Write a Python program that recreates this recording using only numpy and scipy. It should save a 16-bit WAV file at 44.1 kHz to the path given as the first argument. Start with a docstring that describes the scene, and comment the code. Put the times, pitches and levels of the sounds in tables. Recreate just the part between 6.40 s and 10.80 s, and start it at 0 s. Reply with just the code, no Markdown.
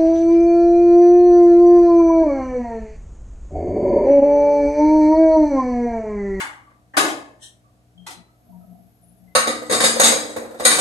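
"""Utensils knock a little way off in a hard-walled kitchen, over mains hum and room air, with a soft scuff
between the knocks. Faint tinks of warm metal come and go, and the hollow under a steel lid booms softly as it
comes over a pressure cooker of soup; a thin stove hiss joins in. Close by, the lid then clanks on the rim,
grinds round it, wobbles on its gasket, settles and snaps into its lugs.
Shaped noise makes the dense rings, air and hiss; sine waves make the lid's long rings and the hum."""
import sys
import numpy as np
from scipy import signal
from scipy.fft import rfft, irfft, next_fast_len
from scipy.io import wavfile
from scipy.ndimage import map_coordinates

SR = 44100
rng = np.random.default_rng(int(sys.argv[2]) if len(sys.argv) > 2 else 0)


def wav_record(signal):
    """Record a signal, one row per channel, as 16-bit PCM in the file named by sys.argv[1]."""
    frames = np.transpose(np.atleast_2d(signal))
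    bounded = np.clip(frames, -1, 1)
    # unit amplitude maps onto the largest positive 16-bit level
    quanta = np.round(bounded * 32767).astype(np.int16)
    wavfile.write(sys.argv[1], SR, quanta)


N = 194201  # length in samples
RING = np.arange(3 * SR // 4) / SR  # time within one ring, s

# In the tables, t60 is the time to fall by 60 dB. Levels are relative unless marked rms.
# Bass and treble are tilts, which tilt() weights by frequency.

# the lid's edge strikes the rim: t/s, level/dB, treble/dB, pot thump/dB
LID_CONTACTS = [(2.950, -8, -4, -5.5), (3.071, -18.5, -2.5, -1.5), (3.296, -21.5, -2.5, -3),
                (3.309, -24, 3.5, -4), (3.320, -17.5, 1.5, -25), (3.402, -16, 2, -3), (3.435, -16, 4, -1),
                (3.559, -29.5, -20, 10), (3.596, -12.5, 3.5, 3.5), (3.634, -25, 18, 7.5),
                (3.717, -27.5, 7, 12), (3.757, -31, -16, -2), (3.962, -31.5, -5, 11.5),
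                (4.197, -26.5, -7, 8), (4.250, -9.5, 4.5, -13), (4.385, -15, -1, -6)]
# dense crowd of modes in lid and pot: f/Hz, level/dB per Hz
SHELL_COLOUR = [(30, -48), (100, -18), (170, -17), (240, -11), (370, -10.5), (650, -5), (950, -11),
                (1800, -7.5), (2800, -18), (4300, -14.5), (5650, -18), (7500, -19.5), (10000, -15),
                (14000, -39)]
# where those modes bunch or thin out: f/Hz, width/Hz, lift/dB
MODE_CLUSTERS = [(482, 54, 6), (1187, 113, 7.5), (2024, 115, 6), (2353, 10, 14), (2450, 56, -1.5),
                 (3600, 200, 4), (3830, 107, 12), (4430, 100, 5.5), (4930, 200, 7.5), (5810, 46, 2),
                 (5720, 72, -11.5), (6130, 28, 12), (6654, 280, 12.5), (7450, 40, 13.5), (8000, 24, 16),
                 (8570, 480, 9), (9320, 160, 7), (11770, 76, 6.5), (11980, 43, 14.5)]
# single lid modes that ring out: f/Hz, level/dB, t60/s
LID_MODES = [(231.7, -2.5, 1.05), (301.7, -6, 2.25), (504.2, 2.5, 0.2), (523, -2, 0.31), (676, -13, .6),
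             (740, 3, 0.32), (1134, -3, 0.38), (1170, -27, 0.41), (1793, -1, 0.56), (1960, -11, 0.36),
             (2355, -5.5, 0.2), (3670, 8.5, 0.081), (3630, -27, .45), (3880, -2, 0.22), (4170, -5, 0.51),
             (4520, -3, 0.27), (5030, -11, 0.36), (7140, -11, 0.3), (6670, -6, 0.33), (7860, -10.5, 0.95),
             (8430, -7.5, 0.3)]
# the well-damped pot's thump: f/Hz, level/dB per Hz
POT_COLOUR = [(40, -11), (100, -31), (220, -12), (400, -14.5), (510, 12.5), (620, -1), (850, -5),
              (1200, -11), (2500, -28)]
# pushes that grind the lid round on the rim: t at full force/s, held/s, level/dB, treble/dB
GRIND_PUSHES = [(3.335, 0.012, -19, 3.5), (3.443, 0.017, -12, 2.5), (3.63, 0.049, -15, 4.5),
                (4.277, 0.07, -16, 2)]
# light rubbing between pushes: t/s, held/s, level/dB
LIGHT_RUB = (3.4, 0.51, -42)
# spells when the loose lid wobbles on its gasket: from t/s, to t/s, level/dB
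GASKET_WOBBLES = [(3.168, 3.25, -44.5), (3.795, 3.92, -41.5), (4.005, 4.17, -44)]
# utensils put down further off: t/s, level/dB, bass/dB, treble/dB, low f/Hz, high f/Hz, decay factor
UTENSIL_KNOCKS = [(0.000, -22, -10, -0.5, 490, 2236, 0.62), (0.035, -31.5, -14.5, -8.5, 1550, 3100, 0.91),
                  (0.296, -55, 3, -12, 520, 1185, 0.5), (0.536, -32.5, -9, -18.5, 656, 1800, 0.66),
                  (0.567, -11, 3.5, 4.5, 723, 1240, 0.77), (0.645, -27, 7.5, 3, 277, 710, 0.68),
                  (0.680, -31.5, 10.5, 9.5, 784, 4500, 0.65), (1.664, -34, -3, 9, 855, 4120, 0.6),
                  (1.705, -43, 3, 17.5, 796, 1975, 0.45)]
# shared tone of the utensils: f/Hz, level/dB per Hz
UTENSIL_COLOUR = [(50, -33.5), (150, -34), (220, -24), (290, -3.5), (390, -16.5), (600, -10.5), (800, -6),
                  (1000, -9.5), (1500, -8), (2000, -6.5), (2700, -17.5), (4300, -20), (5700, -21.5),
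                  (9500, -22.5), (14000, -37.5)]
# a soft scuff: t/s, held/s, level/dB rms
SOFT_SCUFF = (1.029, 0.032, -42)
# tone of the scuff: f/Hz, level/dB per Hz
SCUFF_TONE = [(300, -46), (880, -1), (1200, -23), (1850, 5), (2200, -55), (2550, -18), (2950, 4),
              (4100, -2.5), (4650, -14), (5300, -1.5), (7000, -3), (9500, -1), (11000, -18), (14000, -25.5)]
# faint tinks of warm metal: t/s, f/Hz, level/dB
METAL_TINKS = [(0.27, 1160, -54.5), (1.241, 1162, -61), (1.576, 3195, -54.5), (1.751, 4040, -55),
               (1.88, 1296, -65.5), (2.12, 940, -59), (2.21, 1293, -66.5), (2.62, 9810, -55),
               (2.875, 2047, -63)]
# swells of the hollow under the hovering lid: t at the top/s, level/dB, half-width/s
HOLLOW_SWELLS = [(1.62, -50, 0.05), (1.80, -45.5, 0.032), (2.11, -50, 0.089), (2.31, -44, 0.17),
                 (2.72, -51.5, 0.07), (2.86, -50.5, 0.058)]
# resonances of that hollow: f/Hz, width/Hz, level/dB
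HOLLOW_RESONANCES = [(179.6, 3.85, -1), (232, 14, -16.5), (687, 43, -20.5)]
# mains hum: f/Hz, level/dB rms
MAINS_HUM = [(60, -67), (120.3, -62), (181, -81.5), (241.5, -73.5), (302, -70)]
# tone of the room air: f/Hz, level/dB per Hz
AIR_COLOUR = [(25, -39.5), (42, -19), (60, -21), (100, -9.5), (144, -26.5), (180, -14.5), (250, -24.5),
              (300, -28.5), (420, -24), (560, -26), (703, -18), (830, -32.5), (1500, -34.5), (3000, -40.5),
              (9000, -43), (14000, -48)]
# decay of the kitchen, before each sound's own stretch: f/Hz, t60/s
KITCHEN_DECAY = [(100, 0.59), (300, 0.89), (1000, 0.65), (2800, 0.56), (7000, 0.47), (13000, 0.41)]
# likeness of left and right, 1 alike to -1 opposite: f/Hz, likeness
LEFT_RIGHT_LIKENESS = [(60, .6), (280, .8), (750, .5), (1150, -.1), (1900, -.5), (3000, 0), (3800, .3),
                       (5200, -.1), (6600, .5), (13000, .35)]
# left level above right, for the lid, pot and room air: f/Hz, left-right/dB
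LID_LEAN = [(60, 3), (200, 6), (600, -0.5), (4000, 1.5), (6700, -1.5), (8500, 5), (13000, 4)]
# the same for the utensils, scuff, tinks and hiss: f/Hz, left-right/dB
DISTANT_LEAN = [(100, 1), (400, 0.5), (1200, 2.5), (4000, 4.5), (7000, -1), (9000, 8), (13000, 8)]
# the same for the hollow: f/Hz, left-right/dB
HOLLOW_SIDE_LEAN = [(180, 16.5), (700, -10)]

CONTACT_RISE_S, KNOCK_RISE_S = 0.003, 0.0055
FIRM_DB, BASS_PER_DB = -17, 1.62  # blows lighter than firm ring darker, harder ones thinner
BASS_LIMIT_DB = 6
PUSH_DB_PER_S, EASE_DB_PER_S = 348, 419  # how fast a push builds and lets go
RUB_FADE_DB_PER_S = 84
WOBBLE_GAP_S, WOBBLE_SCATTER_S = 0.047, 0.0069
SCUFF_RISE_DB_PER_S, SCUFF_FALL_DB_PER_S = 896, 232
TOP_HZ = 14100  # upper band limit


def clanks():
    """The lid lands, shifts and seats; the harder the blow, the thinner its ring."""
    track = np.zeros((2, N))
    for s, db, treble_db, thump_db in LID_CONTACTS:
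        bass_db = min(BASS_PER_DB * (FIRM_DB - db), BASS_LIMIT_DB)
        add(track, s, amp(db) * blow(bass_db, treble_db, thump_db, CONTACT_RISE_S))
    return track


def blow(bass_db, treble_db, thump_db, rise, thump_t60=0.14, echo_db=-13):
    """A landing rings the lid and thumps the full, well-damped pot, and the room answers."""
    def pot():
        return noise(lambda hz: along(POT_COLOUR, hz), LID_LEAN, len(RING))

    direct = pot() * amp(-60 * RING / thump_t60)
    echo = amp(echo_db) * fade(pot(), stretch=0.96)
    thump = (direct + echo) * attack(rise, crack=0)
    return lid_ring(bass_db, treble_db, rise) + amp(thump_db) * thump


def lid_ring(bass_db, treble_db, rise, modes_db=-15):
    """One blow on the lid: dense shell modes in the room, and single modes at new strengths."""
    def colour(hz):
        clusters = sum(bump(hz, *cluster) for cluster in MODE_CLUSTERS)
        return along(SHELL_COLOUR, hz) + ripple(hz, 8, 85) + clusters

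    def touch(hz):
        return tilt(hz, bass_db, treble_db)

    sound = fade(noise(colour, LID_LEAN, len(RING), touch), stretch=0.83)
    for hz, db, t60 in LID_MODES:
        level = amp(modes_db + db + touch(hz) + 2 * rng.standard_normal())
        # left and right are set apart in phase
        phase = 2 * np.pi * rng.random() + half_angle(hz) * np.array([[-1], [1]])
        sound = sound + level * amp(-60 * RING / t60) * np.sin(2 * np.pi * hz * RING + phase)
    return sound * attack(rise, crack=0.29)


def grinding():
    """A few firm pushes turn the lid, with light rubbing between them."""
    pushes = sum(stroke(s, held, db, PUSH_DB_PER_S, EASE_DB_PER_S) for s, held, db, _ in GRIND_PUSHES)
    rub = stroke(*LIGHT_RUB, PUSH_DB_PER_S, RUB_FADE_DB_PER_S)
    times, _, _, treble_db = np.transpose(GRIND_PUSHES)
    return scrape(pushes + rub, np.interp(np.arange(N) / SR, times, treble_db))


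def scrape(force, treble_db, slip_rate=170, spread_db=4, bass_db=-5):
    """The rim sticks and slips unevenly; each slip is a tiny blow, and the ring changes as contact moves."""
    happens = rng.random(N) < slip_rate / SR  # slip_rate is the average number per second
    strength = amp(spread_db * rng.standard_normal(N))
    slips = unit(happens * strength * rng.choice([-1, 1], N)) * force
    track, step = np.zeros((2, N)), SR // 10
    first = int(LID_CONTACTS[0][0] * SR) // step * step
    # a fresh ring for every tenth of a second
    for start in range(first, N, step):
        ring = unit(lid_ring(bass_db, treble_db[start], rise=0.00015)) / np.sqrt(len(RING))
        add(track, start / SR, signal.fftconvolve(slips[None, start:start + step], ring, axes=1))
    return track


def wobbling(spread_db=2, bass_db=10, treble_db=-15, thump_db=12):
    """Dull, nearly regular bumps as the lid rocks on its gasket."""
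    track = np.zeros((2, N))
    for start, end, db in GASKET_WOBBLES:
        for s in np.arange(start, end, WOBBLE_GAP_S):
            late, strong = rng.standard_normal(2)
            level = amp(db + spread_db * strong)
            sound = blow(bass_db, treble_db, thump_db, rise=0.0026)
            add(track, s + WOBBLE_SCATTER_S * late, level * sound)
    return track


def utensils(low_db=6, high_db=7):
    """Duller knocks, heard mostly through the room, each with two resonances of its own."""
    track = np.zeros((2, N))
    for s, db, bass_db, treble_db, low_hz, high_hz, stretch in UTENSIL_KNOCKS:
        def colour(hz):
            rings = bump(hz, low_hz, 100, low_db) + bump(hz, high_hz, 0.023 * high_hz, high_db)
            return along(UTENSIL_COLOUR, hz) + ripple(hz, 7.5, 90) + rings

        def touch(hz):
            return tilt(hz, bass_db, treble_db)

        tail = fade(noise(colour, DISTANT_LEAN, len(RING), touch), stretch)
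        add(track, s, amp(db) * tail * attack(KNOCK_RISE_S, crack=0.26))
    return track


def handling(tink_width_hz=30, tink_stretch=0.85):
    """A short soft scuff of shaped noise, and a few faint narrow-band tinks blurred by the room."""
    scuff = noise(lambda hz: along(SCUFF_TONE, hz) + ripple(hz, 7, 130), DISTANT_LEAN, N)
    track = stroke(*SOFT_SCUFF, SCUFF_RISE_DB_PER_S, SCUFF_FALL_DB_PER_S) * scuff
    for s, pitch_hz, db in METAL_TINKS:
        def colour(hz):
            return -20 * np.log10(1 + ((hz - pitch_hz) / tink_width_hz) ** 2)

        tink = fade(noise(colour, DISTANT_LEAN, len(RING)), tink_stretch)
        add(track, s, amp(db) * tink * attack(rise=0.0017, crack=0))
    return track


def hollow(level_db=-5.0):
    """The air between lid and soup booms softly at a few resonances as the lid comes over."""
    def colour(hz):
        peaks = sum(amp(db) / (1 + ((hz - centre) / width) ** 2) for centre, width, db in HOLLOW_RESONANCES)
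        return 20 * np.log10(1e-9 + peaks)

    t = np.arange(N) / SR
    swells = sum(amp(db) * np.exp(-((t - s) / width) ** 2) for s, db, width in HOLLOW_SWELLS)
    return amp(level_db) * swells * noise(colour, HOLLOW_SIDE_LEAN, N)


def stove(air_db=-61, hiss_db=-76):
    """Steady room air and mains hum, joined at 1.85 s by a thin high hiss from the burner."""
    t = np.arange(N) / SR
    hum = sum(np.sqrt(2) * amp(db) * np.sin(2 * np.pi * (hz * t + rng.random())) for hz, db in MAINS_HUM)
    jet_colour = [(9000, -35), (11000, -11), (11500, 1), (12200, -14), (13500, -25)]  # f/Hz, level/dB per Hz
    jet = noise(lambda hz: along(jet_colour, hz), DISTANT_LEAN, N)
    # t/s, level/dB on top of hiss_db
    hiss = amp(hiss_db) * curve([(1.85, -9), (2.1, 7), (2.9, 4.5)]) * jet
    air = amp(air_db) * noise(lambda hz: along(AIR_COLOUR, hz), LID_LEAN, N)
    return air + hum + hiss


def stroke(start, held, db, rise_db_per_s, fall_db_per_s):
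    """Gain per sample of a movement that builds, holds and lets go."""
    t = np.arange(N) / SR - start
    build = abs(rise_db_per_s) * np.maximum(-t, 0)
    release = abs(fall_db_per_s) * np.maximum(t - held, 0)
    return amp(db - build - release)


def attack(rise, crack):
    """Contact builds over rise seconds; the direct sound stands above the tail for a moment."""
    return (1 - np.exp(-RING / max(rise, 1e-4))) * (1 + crack * np.exp(-RING / 0.014))


def tilt(hz, bass_db, treble_db):
    """Tilts a sound's bass and treble by the given dB, weighted by frequency."""
    bass = bass_db * along([(400, 0.84), (1100, 0)], hz)
    treble = treble_db * along([(900, 0.0026), (2000, 0.0), (3600, 0.88)], hz)
    return bass + treble


def bump(hz, centre_hz, width_hz, db):
    """A resonance as a hump in dB, or a dip where db is negative."""
    return db * np.exp(-((hz - centre_hz) / width_hz) ** 2)


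def ripple(hz, depth_db, spacing_hz):
    """Random smooth lifts and dips in dB: some resonances are favoured and others missed."""
    knots = rng.standard_normal(1024)
    return depth_db * np.tanh(map_coordinates(knots, [hz / spacing_hz], mode="wrap"))


def fade(x, stretch):
    """Each frequency dies at the pace of the kitchen; some resonances linger and others die early."""
    hz, t, z = signal.stft(x, SR, nperseg=512)
    linger = amp(ripple(hz, 1.8, 100))
    t60 = stretch * along(KITCHEN_DECAY, hz) * linger
    return signal.istft(z * amp(-60 * t / t60[:, None]), SR, nperseg=512)[1][:, :x.shape[1]]


def noise(colour, lean, size, touch=lambda hz: 0):
    """Stereo noise scaled to a common level with a dB colour, then tilted by touch and leaned to a side."""
    hz = np.fft.rfftfreq(size, 1 / SR)
    angle = half_angle(hz)
    # a shared part and an opposite part set how alike the two sides are
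    mid, side = np.exp(2j * np.pi * rng.random((2, len(hz)))) * [np.cos(angle), np.sin(angle)]
    pan = amp(along(lean, hz) / 2)
    gain = unit(amp(colour(hz))) * amp(touch(hz)) * np.sqrt(size)
    return irfft(np.array([(mid + side) * pan, (mid - side) / pan]) * gain, size)


def half_angle(hz):
    """Half the phase angle between the two microphones."""
    return np.arccos(np.clip(along(LEFT_RIGHT_LIKENESS, hz), -1, 1)) / 2


def radiated(x, corner_hz):
    """Small metal things push little air at low frequencies."""
    return signal.sosfilt(signal.butter(2, corner_hz, "highpass", fs=SR, output="sos"), x)


def amp(db):
    """Decibels to gain."""
    return np.exp(np.asarray(db) * np.log(10) / 20)


def unit(x):
    """Scaled to rms 1."""
    return x / np.sqrt(np.mean(x ** 2) + 1e-20)


def along(points, hz):
    """Points of f/Hz and value, read on a log axis."""
    f, v = np.transpose(points)
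    return np.interp(np.log(hz + 1), np.log(f + 1), v)


def curve(rows):
    """Rows of t/s and level/dB as a gain per sample, near silent before the first row."""
    s, db = np.transpose(rows)
    return amp(np.interp(np.arange(N) / SR, s, db, left=-120))


def add(track, s, sound):
    """Mix a sound into the track at time s."""
    start = max(0, round(s * SR))
    track[:, start:start + sound.shape[1]] += sound[:, :N - start]


def scene():
    """Everything at the two microphones."""
    metal = clanks() + grinding() + wobbling() + utensils()
    background = handling() + hollow() + stove()
    return radiated(metal, corner_hz=55) + background


def record(dry):
    """The recorder rounds off peaks near full scale and cuts steeply above its band limit."""
    rounded = dry / (1 + dry ** 6) ** (1 / 6)
    size = next_fast_len(N + SR // 2)
    hz = np.fft.rfftfreq(size, 1 / SR)
    return irfft(rfft(rounded, size) / (1 + (hz / TOP_HZ) ** 80), size)[:, :N]


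dry = scene()
out = record(dry)
wav_record(out)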